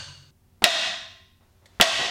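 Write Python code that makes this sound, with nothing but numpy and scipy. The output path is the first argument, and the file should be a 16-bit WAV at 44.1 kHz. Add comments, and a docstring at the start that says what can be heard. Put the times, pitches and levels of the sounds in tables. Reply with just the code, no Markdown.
"""Two wooden practice boards are punched in half in a reverberant gym. First, over a ventilation hum,
the echo of an earlier break dies away and is cut off while feet shift on the mats. At 0.6 s a fist
thuds, the bent board snaps, fibres splinter and the freed halves ring. The snap overloads a gain
control, which holds up the echo as it recovers. After a rustling wind-up and a pat on the board,
the second breaks the same way at 1.8 s, and two steps follow."""
import sys
import numpy as np
from scipy import signal
from scipy.fft import rfft, irfft, next_fast_len
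from scipy.io import wavfile
from scipy.ndimage import map_coordinates

SR = 44100
rng = np.random.default_rng(int(sys.argv[2]) if len(sys.argv) > 2 else 0)


def generate_wav(signal):
    """Clip the signal to [-1, 1] and save it as 16-bit WAV at the path in sys.argv[1]."""
    frames = np.transpose(np.atleast_2d(signal))
    scaled = np.clip(frames, -1, 1) * 32767
    pcm = np.round(scaled).astype(np.int16)
    wavfile.write(sys.argv[1], SR, pcm)


N = 92698
TIME = np.arange(N) / SR
HIT = np.arange(SR // 4) / SR  # time within one impact

# each board gives way: t/s, snap/dB, splinter/dB, ring/dB, air push/dB, pitch ratio
FRACTURES = [(0.6410, 15.5, 4, 3.5, -6, 1.0), (1.8116, 14.5, 7.5, 4.5, -5, 1.001)]


def amp(db):
    """Amplitude ratio of a level in decibels."""
    return 10 ** (np.asarray(db) / 20)


def unit(x):
    """Normalisation to rms 1."""
    return x / np.sqrt(np.mean(x ** 2) + 1e-20)


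def along(points, hz):
    """Interpolation of (f/Hz, value) points on a logarithmic frequency axis."""
    f, v = np.transpose(points)
    return np.interp(np.log(hz + 1), np.log(f + 1), v)


def fade(t, t60):
    """Exponential decay by 60 dB in t60 seconds."""
    return amp(-60 * t / t60)


def lowpass(f, corner_hz, order=2):
    """Butterworth magnitude response."""
    return 1 / np.sqrt(1 + (f / corner_hz) ** (2 * order))


def filtered(x, response):
    """Zero-phase filtering: the spectrum of x times a gain of frequency."""
    m = next_fast_len(len(x) + 8192)
    return irfft(rfft(x, m) * response(np.fft.rfftfreq(m, 1 / SR)), m)[:len(x)]


def noise(colour, dull_hz=np.inf, size=N):
    """Spectrally shaped noise of rms 1, softened above dull_hz."""
    white = rng.standard_normal(size)
    return unit(filtered(white, lambda f: amp(along(colour, f)) * lowpass(f, dull_hz)))


def at(s, x):
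    """Pure delay of x by s seconds."""
    return np.pad(x, (max(round(s * SR), 0), N))[:N]


def burst(colour, t60, rise_s, dull_hz=np.inf):
    """A broadband transient: noise that rises and dies, with the energy of its envelope."""
    envelope = fade(HIT, t60) * (1 - np.exp(-HIT / rise_s))
    return unit(noise(colour, dull_hz, size=len(HIT)) * envelope) * np.sqrt(np.mean(envelope ** 2))


def ring(hz, t60, size=SR // 4):
    """Free vibration of one damped mode."""
    return np.sin(2 * np.pi * hz * TIME[:size]) * fade(TIME[:size], t60)


def room_tone(waver_db=2.5, waver_per_s=14):
    """Random amplitude modulation makes the ventilation hum waver over a faint rumble and hiss."""
    tones = [(91.5, -66), (183, -77), (237, -77), (382, -79)]  # ventilation: f/Hz, level/dB
    floor = [(12, -35.5), (20, -4), (60, -5), (96, 1), (113, -6.5), (270, -19), (377, -20), (410, -28),
             (976, -30), (1090, -40), (1190, -32), (1330, -40.5), (16000, -35.5)]  # background spectrum: f/Hz, density/dB
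    hum = np.zeros(N)
    for hz, db in tones:
        waver = map_coordinates(rng.standard_normal(128), [TIME * waver_per_s], mode="wrap")
        tone = np.sqrt(2) * np.sin(2 * np.pi * (hz * TIME + rng.random()))
        hum += amp(db + waver_db * waver) * tone
    return hum + amp(-61) * noise(floor)


def earlier_echo(cutoff_s=0.31):
    """Free decay of the room after an earlier break: a wash and a low boom that stop abruptly."""
    colour = [(100, -23), (400, -29), (560, -2), (720, -10.5), (950, -3.5), (2200, -7.5), (3500, 0),
              (5500, -9), (8300, -13.5), (10500, -27.5), (15000, -64)]  # spectrum of the wash: f/Hz, density/dB
    resonances = [(1006, 40, 6), (1547, 180, 10.4), (2870, 180, 11.6), (4520, 440, 14.8), (6360, 670, 9.7),
                  (8530, 300, 8)]  # its peaks: f/Hz, width/Hz, gain/dB
    room_modes = [(91, -46.5, 1.65), (136, -50.5, 2.4), (146, -50, 1.25)]  # low boom: f/Hz, level/dB, t60/s
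    peaks = lambda f: amp(sum(db / (1 + (2 * (f - hz) / width) ** 2) for hz, width, db in resonances))
    wash = amp(-37) * unit(filtered(noise(colour), peaks)) * fade(TIME, t60=0.74)
    boom = sum(amp(db) * ring(hz, t60, size=N) for hz, db, t60 in room_modes)
    return (wash + boom) * np.clip((cutoff_s - TIME) / 0.0029, 0, 1)


def footsteps():
    """Soft contact: feet on the mats give slowly rising thuds with little treble."""
    steps = [(0.0, -43.5, 110), (0.083, -50, 120), (0.218, -54, 110), (1.405, -60.5, 900),
             (1.621, -61, 700), (1.925, -36, 90.5), (1.986, -25, 648)]  # footfalls: t/s, level/dB, low-pass corner/Hz
    colour = [(30, -16.5), (100, -1.5), (250, -6.5), (600, 1.5), (3000, 2), (15000, -20)]  # footfall spectrum: f/Hz, density/dB
    return sum(at(s, amp(db) * burst(colour, t60=0.22, rise_s=.005, dull_hz=hz)) for s, db, hz in steps)


def rustle():
    """Friction noise of clothes swells with each wind-up."""
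    envelope = [(0, -82), (.5, -74), (.61, -72.5), (.7, -81.5), (1.35, -82), (1.43, -70), (1.58, -70.5),
                (1.73, -63.5), (1.79, -61.5), (1.85, -76)]  # course of the rustle: t/s, level/dB
    cloth = [(100, -3), (500, 2.5), (1500, -4), (3800, -8.5), (6000, -12), (15000, -28.5)]  # its spectrum: f/Hz, density/dB
    return amp(np.interp(TIME, *np.transpose(envelope))) * noise(cloth)


def gym(x, gain_db=-4.5, build_s=0.0077):
    """Diffuse reverberation builds quickly and decays at a rate that depends on frequency."""
    decay = [(100, 0.9), (300, 0.6464), (480, 0.2158), (700, 0.5875), (2000, 0.7072), (3700, 0.6924),
             (6000, 0.6623), (9000, 0.5436), (14000, 0.47)]  # reverberation time: f/Hz, t60/s
    colour = [(60, -13), (180, -12.5), (420, -2.5), (700, -1), (1200, -1), (2300, -5.5), (3500, -2.5),
              (6000, -3.5), (9000, -3.5), (15000, -13)]  # spectrum of the echo: f/Hz, gain/dB
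    hz, t, spectra = signal.stft(rng.standard_normal(SR), SR, nperseg=256)
    spectra = spectra * fade(t, along(decay, hz)[:, None])
    tail = signal.istft(spectra, SR, nperseg=256)[1][:SR]
    tail = tail * (1 - np.exp(-TIME[:SR] / build_s))
    tail = filtered(tail / np.linalg.norm(tail), lambda f: amp(gain_db + along(colour, f)))
    return signal.fftconvolve(x, tail)[:N]


def punches():
    """Impact noise: the fist thuds and its skin slaps just before the board gives."""
    blows = [(0.6205, -24, 850, -36), (1.7990, -14, 2200, -30)]  # fist meets board: t/s, thud/dB, thud low-pass corner/Hz, slap/dB
    thud_colour = [(40, -14), (200, -0.5), (600, -2.5), (1500, 2), (3000, -0.5), (5000, -11),
                   (16000, -11.5)]  # thud spectrum: f/Hz, density/dB
    slap_colour = [(200, -9), (1500, 0.5), (3500, 4), (6000, -4.5), (9000, -12.5), (16000, -26.5)]  # slap spectrum: f/Hz, density/dB
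    out = np.zeros(N)
    for s, thud_db, hz, slap_db in blows:
        thud = amp(thud_db) * burst(thud_colour, t60=0.074, rise_s=.0006, dull_hz=hz)
        slap = amp(slap_db) * burst(slap_colour, t60=0.068, rise_s=.0005)
        out += at(s, thud + slap)
    return out


def knuckles():
    """Impulse excitation: a hard knock within each punch starts a low flexural vibration."""
    contacts = [(0.6233, -16.5, 680), (1.7998, -5, 1340)]  # knuckles bottom out: t/s, level/dB, f/Hz
    flex_modes = [(45, -27, 0.074), (219, -14, 0.044), (418, -15, .05)]  # bent board and holder's arms: f/Hz, level re knock/dB, t60/s
    flex = sum(amp(db) * ring(hz, t60) for hz, db, t60 in flex_modes)
    return sum(at(s, amp(db) * (ring(hz, t60=.009) + flex)) for s, db, hz in contacts)


def splinters(fibres_per_s=5000, spread_db=4):
    """Shot noise: wood fibres tear in a dense, fading run of random clicks."""
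    colour = [(100, -15), (400, -10.5), (1000, -5.5), (2000, -2), (3500, -0.5), (5000, -5.5), (7000, -11.5),
              (10000, -21), (16000, -32.5)]  # click spectrum: f/Hz, density/dB
    n = len(HIT)
    tears = rng.random(n) < fibres_per_s / SR
    clicks = tears * rng.choice([-1, 1], n) * amp(spread_db * rng.standard_normal(n))
    return unit(filtered(clicks, lambda f: amp(along(colour, f)))) * fade(HIT, t60=.1)


def breaks(low_cut_hz=170.3):
    """Brittle fracture: each board snaps, splinters, shoves the air and leaves its halves ringing."""
    modes = [(587, -9.5, 0.071), (656, -6, 0.17), (1219.7, -10.5, 0.045), (1487.5, -16, 0.036),
             (1886, 2.5, 0.023), (1946, 1, 0.043), (2590, -2.5, 0.056), (2782, -2.5, 0.035),
             (3264, 3, .015), (3430, -4.5, .025), (3730, 0, .025), (4620, -11.5, 0.024), (5060, -14, .025)]  # ring of the halves: f/Hz, level/dB, t60/s
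    snap_colour = [(100, -12), (500, -10), (1500, -10), (2400, -11), (3400, 5.5), (4600, -7), (7000, -13),
                   (10000, -22.5), (16000, -27)]  # snap spectrum: f/Hz, density/dB
    # a high-pass thins everything in the crack below about 170 Hz
    low_cut = signal.butter(2, low_cut_hz, "high", fs=SR, output="sos")
    out = np.zeros(N)
    for s, snap_db, splinter_db, ring_db, push_db, pitch in FRACTURES:
        halves = sum(rng.choice([-1, 1]) * amp(db) * ring(hz * pitch, t60) for hz, db, t60 in modes)
        halves = halves * (1 - np.exp(-HIT / 0.00073))
        snap = amp(snap_db) * burst(snap_colour, t60=.01, rise_s=0.000461)
        push = amp(push_db) * ring(hz=194, t60=.03)
        crack = snap + amp(splinter_db) * splinters() + amp(ring_db) * halves + push
        out += at(s, signal.sosfilt(low_cut, crack))
    return out


def lingering():
    """Light damping lets one faint tone outlast the echo of each break."""
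    return sum(at(s, amp(-37) * ring(hz=1055, t60=1.1, size=N)) for s, *_ in FRACTURES)


def walls(x):
    """Early reflections, softened in the treble, thicken the crack."""
    paths = [(.0073, -15), (.0104, -8), (0.0124, -13), (.0168, -17)]  # nearest walls: delay/s, gain/dB
    reflections = sum(amp(db) * at(s, x) for s, db in paths)
    return filtered(reflections, lambda f: lowpass(f, corner_hz=6030))


def knocks(rise_s=0.005):
    """Free vibration: a freed half sounds a hollow note in its lowest modes."""
    swings = [(0.6620, 8, 1.0), (1.8160, 12.5, 1.005)]  # a half swings out: t/s, level/dB, pitch ratio
    modes = [(592, -17, .06), (665, -7, .04), (697, -1, 0.059)]  # its low modes: f/Hz, level/dB, t60/s
    onset = 1 - np.exp(-HIT / rise_s)
    note = lambda pitch: sum(amp(db) * ring(hz * pitch, t60) for hz, db, t60 in modes)
    return sum(at(s, amp(db) * note(pitch) * onset) for s, db, pitch in swings)


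def pat():
    """Light impact: a hand pats the second board before the blow."""
    touches = [(1.657, -47.5)]  # hand meets board: t/s, level/dB
    colour = [(100, -21), (600, 3.5), (1300, -20), (1950, 4.5), (2600, -12), (4000, 2), (6000, -8.5),
              (8000, -5.5), (15000, -25.5)]  # pat spectrum: f/Hz, density/dB
    return sum(at(s, amp(db) * burst(colour, t60=0.065, rise_s=0.00073)) for s, db in touches)


def scene(directions=4):
    """Superposition: the boards radiate a different crack in each direction and the gym mixes them."""
    cracks = [breaks() for _ in range(directions)]
    people = punches() + knuckles() + pat() + footsteps() + rustle()
    knock = knocks()
    early = cracks[0] + walls(cracks[1]) + people + knock
    echo = sum(gym(crack) for crack in cracks) / np.sqrt(directions)
    echo += gym(people + amp(-3.5) * knock)
    return (early + echo + lingering() + earlier_echo() + room_tone())[None]


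def record(dry, limit_db=-11.5, sense_s=0.0034, attack_s=0.001, recover_db_per_s=81.5, ceiling_db=-3):
    """Automatic gain control ducks a moment late and recovers steadily; what slips past saturates."""
    lag = lambda v, s: signal.lfilter([1 - np.exp(-1 / (s * SR))], [1, -np.exp(-1 / (s * SR))], v)
    level_db = 10 * np.log10(lag(dry[0] ** 2, sense_s) + 1e-12)
    over_db = np.maximum(level_db - limit_db, 0)
    recovery_db = recover_db_per_s * TIME
    held_db = np.maximum.accumulate(over_db + recovery_db) - recovery_db
    ducked = dry[0] * amp(-lag(held_db, attack_s))
    saturated = ducked / (1 + (ducked / amp(ceiling_db)) ** 6) ** (1 / 6)
    return filtered(saturated, lambda f: lowpass(f, corner_hz=16000, order=60))[None]


dry = scene()
out = record(dry)
generate_wav(out)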